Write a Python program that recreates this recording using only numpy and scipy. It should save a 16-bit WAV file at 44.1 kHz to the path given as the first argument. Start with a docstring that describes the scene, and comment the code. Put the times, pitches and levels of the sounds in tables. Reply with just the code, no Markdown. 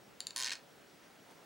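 """A hot glue gun at a craft table: its plastic trigger moves by stick-slip, three lone ticks and then a fast creaking run.
Each slip and its rebound excite the damped modes of the shell; a table top and a jar add early reflections.
A dull knock sounds near the end of the run, and a diffuse noise tail gives the decay of a small room.
Beneath lie shaped-noise room hiss and hand rustle with a faint tick, a pulsed-sine cricket and a thin steady sine whine."""
import sys
import numpy as np
from scipy import signal
from scipy.fft import rfft, irfft, next_fast_len
from scipy.io import wavfile
from scipy.ndimage import uniform_filter1d

SR = 44100
rng = np.random.default_rng(int(sys.argv[2]) if len(sys.argv) > 2 else 0)


def ratio(d):
    """dB to gain"""
    e = np.asarray(d, float) / 20
    return 10 ** e


def pcm_store(signal):
    """Save signal as 16-bit PCM."""
    levels = np.round(np.clip(np.atleast_2d(signal), -1, 1) * 32767)
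    wavfile.write(sys.argv[1], SR, levels.astype(np.int16).T)


N = 63945  # samples in the scene

# slips of the trigger: (time [s], peak before RING_DB [dB], rebound re slip [dB],
# change of the low modes [dB], change of the treble modes [dB])
TRIGGER_SLIPS = [(0.2046, -23, -9, -28, -22), (0.2692, -21, -9, -31, -21), (0.3068, -31, -6, -22, -24),
                 (0.3617, -22, -5, -21, -17), (0.3701, -23, -5, -21, -17), (0.3786, -24, -4, -22, -16),
                 (0.3868, -26, -4, -17, -15), (0.3938, -26, -6, -18, -16), (0.4006, -24, -5, -17, -18),
                 (0.4078, -24, -4, -17, -19), (0.4158, -23, -7, -18, -23), (0.4243, -21, -12, -23, -24),
                 (0.4339, -22, -13, -19, -24), (0.4448, -21, -11, -21, -26), (0.4535, -25, -1, -16, -24),
                 (0.4607, -24, -1, -17, -26), (0.4689, -27, -1, -14, -24), (0.4761, -26, -2, -12, -25),
                 (0.4833, -28, -2, -11, -23), (0.4944, -28, -2, -14, -25), (0.5056, -26, -4, -17, -26),
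                 (0.5169, -27, -1, -9, -24), (0.5213, -25, -6, -13, -25), (0.5256, -27, -4, -16, -26),
                 (0.5325, -27, -6, -15, -28), (0.537, -36, -3, -12, -25), (0.5537, -34, -7, -19, -33)]
# modes of the shell before scatter: (frequency [Hz], level with a loose grip [dB],
# level half squeezed [dB], level fully squeezed [dB])
SHELL_MODES = [(1061, 7.5, 7, -21), (1558, -20, 10, -1.5), (1857, 10, 12.5, 6.5), (2247, 10, 4.5, 11),
               (2417, 16, 14.5, 10.5), (2760, -24, -6, -3), (3255, -7.5, 0.5, -3), (3930, -50, -19, -15),
               (4090, 5.5, -8, 2.5), (4440, 5, 5, 6.5), (5160, -17, 8.5, 3), (5570, -11, 1.5, 2.5),
               (6175, -6, 8.5, 2.5), (6790, -1, 6.5, -34), (7100, 7.5, 0, 2.5), (7770, -17, 4, -3.5),
               (8154, 13, 20, 15), (8850, 26, 24, 17), (9700, 21.5, 22, -11), (10270, 19, 16.5, -1),
               (11500, -12, 9, -3), (12430, 14, 0, -1), (14300, -5, 14, 2)]
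# hand tightening on the trigger, then easing: (time [s], grip from 0 loose to 1 full [-])
GRIP = [(.31, 0), (.36, 0.415), (.44, 0.52), (.5, 1), (.54, 0.52), (.555, 0.49)]
# reflections off table top and jar: (delay [s], level [dB], lead of left over right [s])
EARLY_ECHOES = [(.0007, -15, .00003), (.0019, -15, -.00002)]
# reverberation of the room: (frequency [Hz], time to fall 60 dB [s])
ROOM_T60 = [(500, 0.24), (2000, 0.21), (5000, 0.19), (12000, 0.078)]
# spectrum of the hiss, relative: (frequency [Hz], density [dB per Hz])
HISS_SPECTRUM = [(12, -59), (20, -28), (186, -2.5), (220, -3.5), (282, -3), (599, -4), (770, -6.5),
                 (1140, -11.5), (1310, -9), (5560, -19.5), (12100, -27.5), (15600, -34)]
# likeness of left and right in hiss and rustle: (frequency [Hz], correlation [-])
CORRELATION = [(60, 0.47), (180, 0.58), (550, 0.51), (1650, 0.69), (4970, 0.83), (15000, 0.88)]
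# rise and fall of the rustle: (time [s], level [dB])
RUSTLE_LEVEL = [(.95, -90), (1.04, -62.5), (1.12, -77), (1.2, -84), (1.27, -65.5), (1.31, -61), (1.36, -69),
                (1.45, -65)]
# spectrum of the rustle, relative: (frequency [Hz], density [dB per Hz])
CLOTH_SPECTRUM = [(100, -14), (300, 4), (700, 3.5), (1500, -4), (4000, -13), (10000, -18.5), (15000, -48)]

LOW_MODES_HZ, TREBLE_MODES_HZ = 2600, 8100  # low modes lie below, treble modes above
REBOUND_S, REBOUND_SCATTER_S = 0.00108, 0.00005  # the trigger catches again this soon after a slip
RING_DB, ATTACK_S = -1, 0.00029  # trim of all slips, time constant of their rise
RING_CYCLES, LONGEST_RING_S = 30, 0.02  # a mode falls 60 dB in the shorter of the two
SCATTER_DB, DETUNE = 1.5, 0.01  # standard deviations per jolt: mode level, fraction of mode frequency
CRACK_DB, CRACK_T60_S = -22, 0.0088  # noisy snap on the scale of the modes
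SMALL_BODY_HZ = 600  # the small shell radiates weakly below this
KNOCK_S, KNOCK_HZ, KNOCK_DB = 0.5186, 1700, -30  # near the end of the run; level before the rise
KNOCK_T60_S, KNOCK_RISE_S = 0.019, 0.00074
PAN_DB = -0.18  # left gain; the right has the opposite
WET_DB, ROOM_DELAY_S = -11, 0.0055
TAP_S, TAP_DB, TAP_T60_S = 1.310, -59, 0.034  # faint bright tick in the rustle, level before its filter
HISS_DB, CRICKET_DB, WHINE_DB = -60, -76.5, -77  # rms; the cricket at the crest of a chirp
FIRST_CHIRP_S, CHIRP_EVERY_S, CHIRP_S = 0.015, 0.167, 0.075
CRICKET_HZ, WHINE_HZ = 5610, 15734
TOP_HZ = 16700


def unit(x):
    """Normalization to unit mean power (rms 1)."""
    return x / np.sqrt(np.mean(x ** 2) + 1e-20)


def along(points, hz):
    """Interpolation of a (frequency [Hz], value) curve on a logarithmic frequency axis."""
    f, v = np.transpose(points)
    return np.interp(np.log(hz + 1), np.log(f + 1), v)


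def filtered(x, response):
    """Linear filtering: the spectrum of x times a frequency response."""
    m = next_fast_len(N + 8192)
    return irfft(rfft(x, m) * response(np.fft.rfftfreq(m, 1 / SR)), m)[..., :N]


def trigger():
    """Stick-slip: each slip and its rebound excite the shell modes, weighted by the grip."""
    out = np.zeros(N + SR)
    t = np.arange(SR // 16) / SR
    hz, *grips_db = np.transpose(SHELL_MODES)[:, :, None]
    for s, db, rebound_db, low_db, treble_db in TRIGGER_SLIPS:
        grip = 2 * np.interp(s, *np.transpose(GRIP))  # 0, 1, 2: loose, half, full
        level_db = sum(max(1 - abs(grip - k), 0) * column for k, column in enumerate(grips_db))
        level_db = level_db + low_db * (hz < LOW_MODES_HZ) + treble_db * (hz > TREBLE_MODES_HZ)
        later = np.maximum(t - rng.normal(REBOUND_S, REBOUND_SCATTER_S), 0)
        slip = ring(t, hz, level_db)
        rebound = ratio(rebound_db) * ring(later, hz, level_db)
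        out[round(s * SR):][:len(t)] += ratio(db + RING_DB) * (slip + rebound)
    return radiated(out[:N])


def ring(t, hz, level_db):
    """Modal superposition: decaying sines, each a little off by chance, and a noisy snap; peak 1."""
    level_chance, pitch_chance = rng.standard_normal((2, len(hz), 1))
    t60 = np.minimum(RING_CYCLES / hz, LONGEST_RING_S)
    decay = ratio(level_db + SCATTER_DB * level_chance - 60 * t / t60)
    modes = decay * np.sin(2 * np.pi * hz * (1 + DETUNE * pitch_chance) * t)
    crack = ratio(CRACK_DB - 60 * t / CRACK_T60_S) * rng.standard_normal(len(t))
    jolt = (modes.sum(axis=0) + crack) * (1 - np.exp(-t / ATTACK_S))
    return jolt / np.abs(jolt).max()


def radiated(x):
    """Radiation of a small body (second-order high-pass) and interference with early reflections."""
    ears = np.array([[-0.5], [0.5]])  # left, right

    def response(f):
        paths = 1  # direct sound
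        for delay, db, ahead in EARLY_ECHOES:
            paths = paths + ratio(db) * np.exp(-2j * np.pi * f * (delay + ears * ahead))
        return paths * (1j * f / (SMALL_BODY_HZ + 1j * f)) ** 2

    return filtered(x, response)


def knock():
    """Damped oscillation: one decaying sine, a dull knock of the gun near the end of the creaking run."""
    t = np.maximum(np.arange(N) / SR - KNOCK_S, 0)
    decay = ratio(KNOCK_DB - 60 * t / KNOCK_T60_S)
    return decay * np.sin(2 * np.pi * KNOCK_HZ * t) * (1 - np.exp(-t / KNOCK_RISE_S))


def room(x):
    """Diffuse reverberation: convolution with noise that decays at its own speed at each frequency."""
    wet = np.zeros((2, N + SR))
    step = SR // 100  # each 10 ms of sound gets a new tail
    first, last = int(TRIGGER_SLIPS[0][0] * SR), int(TRIGGER_SLIPS[-1][0] * SR)
    for start in range(first, last + step, step):
        hz, t, z = signal.stft(rng.standard_normal((2, SR // 2)), SR, nperseg=128)
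        decay = ratio(-60 * t / along(ROOM_T60, hz)[:, None])
        mid, side = signal.istft(z * decay, SR, nperseg=128)[1]
        tail = np.array([mid + 0.18 * side, mid - 0.18 * side]) / np.linalg.norm(mid)
        part = signal.fftconvolve(x[None, start:start + step], tail, axes=1)
        wet[:, start + round(ROOM_DELAY_S * SR):][:, :part.shape[1]] += part
    return wet[:, :N]


def rush(spectrum, patchy_db):
    """Partly coherent stereo noise of rms 1, with random gain over patches of time and frequency."""
    z = signal.stft(rng.standard_normal((2, N)), nperseg=512)[2]
    field = uniform_filter1d(rng.standard_normal(z.shape[1:]), size=6, axis=0)
    field = uniform_filter1d(field, size=12, axis=1)
    pair = signal.istft(z * ratio(patchy_db * unit(field)), nperseg=512)[1][:, :N]

    def mid_side(hz):
        angle = np.arccos(np.clip(along(CORRELATION, hz), -1, 1)) / 2
        return ratio(along(spectrum, hz)) * [np.cos(angle), np.sin(angle)]

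    mid, side = filtered(pair, mid_side)
    return unit(np.array([mid + side, mid - side]))


def hiss():
    """Shaped broadband noise at a constant mean level: the hiss of the room."""
    return ratio(HISS_DB) * rush(HISS_SPECTRUM, patchy_db=1)


def rustle():
    """Friction as shaped noise: hand and sleeve shift as the gun is lifted away, with one faint tick."""
    t = np.arange(N) / SR
    s, db = np.transpose(RUSTLE_LEVEL)
    cloth = ratio(np.interp(t, s, db, left=-120)) * rush(CLOTH_SPECTRUM, patchy_db=2.0)
    after = np.maximum(t - TAP_S, 0)
    tick = (t > TAP_S) * ratio(TAP_DB - 60 * after / TAP_T60_S) * rng.standard_normal(N)
    return cloth + filtered(tick, lambda hz: (hz > 2000) * (hz < 13000))


def cricket():
    """Amplitude modulation: half-sine chirps of one pure tone in steady time."""
    t = np.arange(N) / SR
    since = (t - FIRST_CHIRP_S) % CHIRP_EVERY_S
    chirp = np.sin(np.pi * np.minimum(since / CHIRP_S, 1))
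    return np.sqrt(2) * ratio(CRICKET_DB) * chirp * np.sin(2 * np.pi * CRICKET_HZ * t)


def whine():
    """Simple harmonic oscillation: a steady high sine that never stops."""
    t = np.arange(N) / SR
    return np.sqrt(2) * ratio(WHINE_DB) * np.sin(2 * np.pi * WHINE_HZ * t)


def scene():
    """Linear superposition of the gun, its room sound and the background."""
    gun = trigger() + knock()
    direct = gun * ratio([[PAN_DB], [-PAN_DB]])
    reverberant = ratio(WET_DB) * room(gun.mean(axis=0))
    return direct + reverberant + rustle() + hiss() + cricket() + whine()


def low_pass(x):
    """Removes everything above the highest recorded frequency."""
    return signal.sosfilt(signal.butter(12, 16850, fs=SR, output="sos"), x)


def record(dry):
    """Band limitation: an ideal low-pass at TOP_HZ, then the last stage above."""
    mix = filtered(dry, lambda hz: hz < TOP_HZ)
    return low_pass(mix)


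dry = scene()
out = record(dry)
pcm_store(out)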